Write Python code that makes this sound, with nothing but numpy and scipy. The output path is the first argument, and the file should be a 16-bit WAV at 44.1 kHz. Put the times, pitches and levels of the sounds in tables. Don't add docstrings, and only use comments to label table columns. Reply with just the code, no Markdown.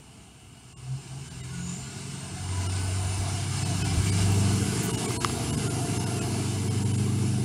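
import sys
import numpy as np
from scipy import signal
from scipy.fft import rfft, irfft
from scipy.io import wavfile
from scipy.ndimage import uniform_filter1d

SR = 44100
rng = np.random.default_rng(int(sys.argv[2]) if len(sys.argv) > 2 else 0)


def waveform_to_disk(signal):
    frames = np.transpose(np.atleast_2d(signal))
    scaled = np.clip(frames, -1, 1) * 32767
    samples = np.round(scaled).astype(np.int16)
    wavfile.write(sys.argv[1], SR, samples)


def natural_amplitude(level_db):
    exponent = np.asarray(level_db, float) / 20
    return 10 ** exponent


N = 328104


def evened(x):
    return x / np.sqrt(np.mean(x ** 2) + 1e-20)


def curves(rows):
    seconds, *columns = np.transpose(rows)
    return [np.interp(np.arange(N) / SR, seconds, column) for column in columns]


def add(mix, start_s, sound):
    part = mix[round(start_s * SR):][:len(sound)]
    part += sound[:len(part)]


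def noise(spectrum, patchy_db, grainy_db=2.5, gusty_db=0.57):
    bin_hz = np.fft.rfftfreq(2048, 1 / SR)
    real, imag, patches, streaks = rng.standard_normal((N // 512 + 5, 1025, 4)).T
    gusts = evened(uniform_filter1d(patches[0], size=5))
    patches = evened(uniform_filter1d(patches, size=24, axis=0))
    patches = evened(uniform_filter1d(patches, size=8, axis=1))
    streaks = evened(uniform_filter1d(streaks, size=3, axis=0))
    streaks = evened(uniform_filter1d(streaks, size=6, axis=1))
    hz, db = np.transpose(spectrum)
    colour_db = np.interp(np.log(bin_hz + 1), np.log(hz + 1), db)[:, None]
    field_db = patchy_db * patches + grainy_db * streaks + gusty_db * gusts
    frames = (real + 1j * imag) * natural_amplitude(colour_db + field_db)
    return evened(signal.istft(frames, nperseg=2048, noverlap=1536)[1][:N])


def fuzzy(hz, width_hz):
    pole = np.exp(-np.pi * width_hz / SR)
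    z = rng.standard_normal(len(hz)) + 1j * rng.standard_normal(len(hz))
    z = signal.lfilter([1], np.convolve([1, -pole], [1, -pole]), z)
    return evened((z * np.exp(2j * np.pi * np.cumsum(hz) / SR)).real)


def fading(per_s, count):
    knots = np.arange(0, N + SR, 441)
    z = rng.standard_normal((count, len(knots))) + 1j * rng.standard_normal((count, len(knots)))
    slowness = np.exp(-(np.fft.fftfreq(len(knots), .01) / per_s) ** 2)
    z = np.fft.ifft(np.fft.fft(z) * slowness)
    z /= np.sqrt(np.mean(abs(z) ** 2))
    t = np.arange(N)
    return [np.interp(t, knots, v.real) + 1j * np.interp(t, knots, v.imag) for v in z]


def room_lift(hz):
    # frequency in Hz, half width in Hz, lift in dB
    modes = [(131.4, 3.82, 23.5), (299.4, 4, 6)]
    power = sum(natural_amplitude(db) ** 2 / (1 + ((hz - f) / w) ** 2) ** 2 for f, w, db in modes)
    return np.sqrt(1 + power)


def swell_db(order):
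    # multiple of the engine cycle, middle in seconds, half length in seconds, lift in dB
    swells = [(16, 1.65, .14, 21), (14, 3.96, .42, 14.5), (16, 4.55, 0.21, 7), (14, 4.95, 0.32, 11.5),
              (12, 5.65, 0.43, 10), (16, 7.06, 0.42, 5), (12, 3.75, 0.27, 7.5), (16, 3.7, .55, -4.5)]
    t = np.arange(N) / SR
    return sum(db * np.exp(-((t - s) / half) ** 4) for k, s, half, db in swells if round(k) == order)


def engine(roar_db):
    # time in seconds, cycle rate in Hz
    speed = [(0, 7.7), (.7, 7.7), (.92, 8.15), (1.17, 9.64), (1.4, 10.6), (1.7, 11.0), (2.0, 11.38),
             (2.6, 11.6), (3.2, 11.96), (3.8, 12.2), (4.4, 12.35), (5.0, 12.49), (5.6, 12.56), (6.5, 12.48),
             (7.44, 12.61)]
    # time in seconds, firing tone level in dB, base level of the strong higher orders in dB
    throb = [(0, -60.5, -74), (.75, -60, -65), (.92, -51, -48.5), (1.04, -61, -58.5), (1.2, -53, -45),
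             (1.65, -48, -54.5), (2.15, -53, -42.5), (2.55, -29, -47.5), (2.9, -27, -43), (3.3, -30, -42),
             (3.55, -33, -41), (4.3, -24, -37.5), (4.6, -28, -35.5), (4.85, -47, -41), (5.2, -49, -50),
             (5.42, -38.5, -41.5), (5.9, -36.5, -39.5), (7.0, -28, -36.5), (7.44, -31.5, -36.5)]
    # multiple of the cycle, level relative to that base in dB
    steady = [(10, -8), (12, -9), (14, -8.5), (16, -2.5), (24, -11.5)]
    # multiple of the cycle, relative level in dB
    weak = [(5, -25), (6, -13.5), (7, -26), (9, -9.5), (13, -16), (18, -13), (19, -10), (20, -29),
            (21, -18), (22, -11), (23, -19.5), (25, -16), (26, -25.5), (27, -15.5), (28, -16.5), (29, -20),
            (30, -22), (31, -18), (32, -34), (33, -18.5), (34, -18), (35, -28), (36, -16.5), (37, -16.5)]
    firing_order, weak_db = 8, 5
    waver, wavers_per_s, fades_per_s = 0.26, 4, 1.34

    cycle_hz = curves(speed)[0]
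    firing_db, upper_db = curves(throb)
    turns = 2 * np.pi * np.cumsum(cycle_hz) / SR
    first, *wavers = fading(wavers_per_s, count=len(steady) + 1)
    strong = natural_amplitude(firing_db) * ((1 + waver / 2 * first) * np.exp(1j * firing_order * turns)).real
    for (k, db), z in zip(steady, wavers):
        order = round(k)
        tone = (1 + waver * z) * np.exp(1j * order * turns + 2j * np.pi * rng.random())
        strong += natural_amplitude(upper_db + db + swell_db(order)) * room_lift(order * cycle_hz) * tone.real

    faint = np.zeros(N)
    for (k, db), z in zip(weak, fading(fades_per_s, count=len(weak))):
        faint += natural_amplitude(db) * (z * np.exp(1j * round(k) * turns)).real
    return np.sqrt(2) * strong + natural_amplitude(roar_db + weak_db) * faint


def street(roar_db, body_db, hiss_db):
    # frequency in Hz, relative density in dB per Hz
    rumble = [(15, -34), (30, -30), (45, -36), (60, 0), (78, -1), (95, -20), (160, -60), (400, -120)]
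    roar = [(40, -62), (70, -30), (100, 0), (137, 0.5), (300, -6.5), (419, -2.5), (472, -11.5), (539, -15),
            (600, -43), (780, -66), (1320, -120)]
    body = [(300, -28), (520, -6), (700, 2.5), (800, -3.5), (950, -6), (1200, -14), (1500, -19),
            (2400, -44), (5280, -120)]
    hiss = [(500, -50), (900, -3), (1450, -0.5), (2050, -0.5), (2800, 0), (3380, -2.5), (4300, -4),
            (5150, -2.5), (6000, -2.5), (6700, -3), (7390, -1.5), (8300, -1), (9600, -3.5), (10800, -20.5),
            (12500, -27), (15600, -50)]
    air = [(7000, -17), (10000, -23), (11500, -3.5), (13000, -5), (15600, -11), (20000, -22)]
    # time in seconds, level in dB
    rumble_level = [(0, -58), (.7, -62), (1.7, -45), (2.2, -57), (2.5, -46), (3.1, -41), (3.75, -38),
                    (4.35, -37), (4.65, -42), (5.1, -46), (6.1, -44), (6.5, -58), (7.44, -48)]
    air_db = .35 * roar_db + .65 * hiss_db - 22
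    out = natural_amplitude(curves(rumble_level)[0]) * noise(rumble, patchy_db=3.0)
    out += natural_amplitude(roar_db) * noise(roar, patchy_db=0.5)
    out += natural_amplitude(body_db) * noise(body, patchy_db=1.74)
    out += natural_amplitude(hiss_db) * noise(hiss, patchy_db=0.73, grainy_db=2.0, gusty_db=0.7)
    out += natural_amplitude(air_db) * noise(air, patchy_db=1.0, grainy_db=0.0, gusty_db=2.0)
    return out


def room_tone():
    # frequency in Hz, relative density in dB per Hz
    quiet = [(15, -47), (25, -30), (96, 6), (434, -9), (583, -12), (704, -15.5), (1540, -19), (1860, -24),
             (2930, -12.5), (3740, -26), (5030, -33), (5600, -34), (8850, -17), (11600, -34.5),
             (15600, -40)]
    return natural_amplitude(-51) * noise(quiet, patchy_db=.6, grainy_db=1.5, gusty_db=.3)


def whine():
    # time in seconds, pitch in Hz, level of the narrow core in dB, level of the wide skirt in dB
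    glide = [(1.3, 5900, -100, -100), (1.55, 6716, -56, -62), (1.7, 7000, -43, -52), (1.87, 7330, -55, -62),
             (2.4, 8750, -52.5, -66), (3.1, 9670, -46.5, -55), (3.45, 10130, -54, -57),
             (4.0, 10440, -55, -53), (4.65, 10530, -53, -46), (5.6, 10580, -58, -45),
             (6.1, 10510, -53.5, -45.5), (6.5, 10400, -64.5, -49.5), (7.44, 10250, -64.5, -49)]
    hz, core_db, skirt_db = curves(glide)
    core = natural_amplitude(core_db) * fuzzy(hz, width_hz=230)
    skirt = natural_amplitude(skirt_db) * fuzzy(hz, width_hz=800)
    return core + skirt


def thin_tones():
    # start in seconds, end in seconds, pitch in Hz, level in dB
    lines = [(1.505, 1.651, 1456, -53), (1.815, 1.999, 1450, -54.5), (2.437, 2.694, 990, -48.5),
             (2.7, 3.0, 1493, -52), (3.799, 4.251, 2340, -49.5), (4.39, 5.0, 1479, -49.5),
             (4.698, 5.098, 941, -50), (4.866, 4.93, 1140, -49), (5.407, 6.401, 703, -45.5),
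             (5.495, 6.299, 1397, -53), (5.494, 6.302, 2750, -56)]
    out = np.zeros(N)
    for start, end, hz, db in lines:
        size = round((end - start) * SR)
        line = fuzzy(np.full(N // 4, hz), width_hz=22)[-size:]
        add(out, start, natural_amplitude(db) * line * signal.windows.tukey(size, .4))
    return out


def brushes():
    # start in seconds, length in seconds, level in dB
    puffs = [(2.78, .03, -66), (4.24, 0.087, -64), (4.317, .006, -42), (4.818, .06, -39),
             (5.09, 0.054, -49), (5.3, .03, -56), (5.35, 0.037, -56)]
    out = np.zeros(N)
    high = signal.butter(4, 11300, "highpass", fs=SR, output="sos")
    for s, length, db in puffs:
        puff = signal.sosfilt(high, rng.standard_normal(4000))[:round(length * SR)]
        add(out, s, natural_amplitude(db) * evened(puff) * signal.windows.tukey(len(puff), .6))
    return out


def boom():
    # time in seconds, pitch in Hz, level in dB rms
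    hum = [(3.0, 131.5, -70), (3.3, 132, -40), (3.55, 132, -35), (3.8, 128.5, -36), (4.1, 131, -36),
           (4.3, 131, -70)]
    hz, db = curves(hum)
    return np.sqrt(2) * natural_amplitude(db) * np.sin(2 * np.pi * np.cumsum(hz) / SR)


def clicks():
    # start in seconds, level in dB
    hits = [(4.893, -18), (5.045, -27), (5.106, -17), (5.2466, -1), (5.296, -17)]
    # mode frequency in Hz, relative level in dB, time to decay by 60 dB in seconds
    plastic = [(1200, 1.5, 0.0094), (1990, -3, 0.006), (3400, -8.5, 0.0047), (3940, 1, 0.0014),
               (5360, 9, 0.00085), (7000, -10, .0016), (8900, -16, .0025)]
    t = np.arange(1500) / SR
    ring = np.zeros(len(t))
    for hz, db, t60 in plastic:
        build = 1 - np.exp(-t * hz * 0.59)
        ring += natural_amplitude(db - 60 * t / t60) * build * np.sin(2 * np.pi * hz * t)
    out = np.zeros(N)
    for s, db in hits:
        add(out, s, natural_amplitude(db) * ring)
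    return out


def scene():
    # time in seconds, low roar level in dB, middle roar level in dB, hiss level in dB
    passing = [(0, -60, -61, -58.5), (.6, -66, -62.5, -59), (.9, -57, -58.5, -52), (1.15, -53, -56.5, -50),
               (1.7, -49, -53.5, -44.5), (2.4, -47.5, -49, -43.5), (2.65, -44, -42.5, -40),
               (3.5, -44, -43.5, -38), (3.75, -41, -42, -36), (4.4, -34, -40, -35.5),
               (5.1, -33.5, -40.5, -36.5), (5.7, -35.5, -42, -38.5), (6.2, -35.5, -40.5, -38.5),
               (6.8, -37, -44, -40.5), (7.44, -39.5, -47.5, -42.5)]
    roar_db, body_db, hiss_db = curves(passing)
    mono = engine(roar_db) + street(roar_db, body_db, hiss_db) + room_tone()
    mono += whine() + thin_tones() + brushes() + boom() + clicks()
    return np.array([mono, mono])


def coloured(x):
    # frequency in Hz, half width in Hz, lift in dB
    bumps = [(2880, 89, 3.5), (4390, 124, 3.5), (5174, 90, 3.5), (7330, 220, 3.5), (8330, 130, 2.5),
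             (9170, 86, 2.5)]
    # frequency in Hz, half width in Hz, depth in dB
    notches = [(40, 8, 8), (545, 40, 14), (600, 15, 14), (1865, 40, 18), (2478, 22, 18), (3350, 150, 4),
               (7780, 120, 6)]
    top_hz = 15650
    hz = np.fft.rfftfreq(len(x), 1 / SR)
    colour_db = sum(db / (1 + ((hz - f) / w) ** 2) for f, w, db in bumps)
    colour_db -= sum(db / (1 + ((hz - f) / w) ** 2) for f, w, db in notches)
    limit = np.clip((top_hz + 60 - hz) / 60, 0, 1)
    return irfft(rfft(x) * natural_amplitude(colour_db) * limit, len(x))


def dropouts(x):
    # centre in seconds, length at full depth in seconds
    dips = [(.752, .02), (1.297, 0), (1.425, .001), (2.683, 0), (3.644, 0), (3.836, .001), (4.112, .001),
            (4.924, 0), (4.966, .001), (5.072, 0), (5.19, .02), (5.52, .001), (5.563, 0), (5.691, 0),
            (5.99, .001), (6.054, 0), (6.203, 0), (6.695, .001), (6.844, 0), (6.929, 0), (6.971, 0)]
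    above_hz, ramp_s, partials = 770, .014, 4
    hz = np.fft.rfftfreq(len(x), 1 / SR)
    treble = irfft(rfft(x) / (1 + (above_hz / (hz + 1)) ** 12), len(x))
    out, span = x.copy(), np.arange(-1024, 1024)
    away_s = abs(span) / SR
    for s, deep_s in dips:
        piece = treble[round(s * SR) + span]
        bins = rfft(piece * np.hanning(len(span)))
        peaks = signal.find_peaks(abs(bins), distance=20)[0]
        kept = peaks[np.argsort(abs(bins[peaks]))[-partials:]]
        tones = 3.37 * irfft(bins * np.isin(np.arange(len(bins)), kept), len(span))
        gone = .96 * np.clip(1 - (away_s - deep_s / 2) / ramp_s, 0, 1)
        linger = np.exp(-(away_s / (deep_s / 2 + ramp_s)) ** 4)
        add(out, (round(s * SR) - 1024) / SR, linger * tones - gone * piece)
    return out


def band_limit(x):
    return signal.sosfilt(signal.butter(12, 15720, fs=SR, output="sos"), x)


def record(dry):
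    mono = dropouts(coloured(dry[0]))
    return band_limit(np.array([mono, mono]))


dry = scene()
out = record(dry)
waveform_to_disk(out)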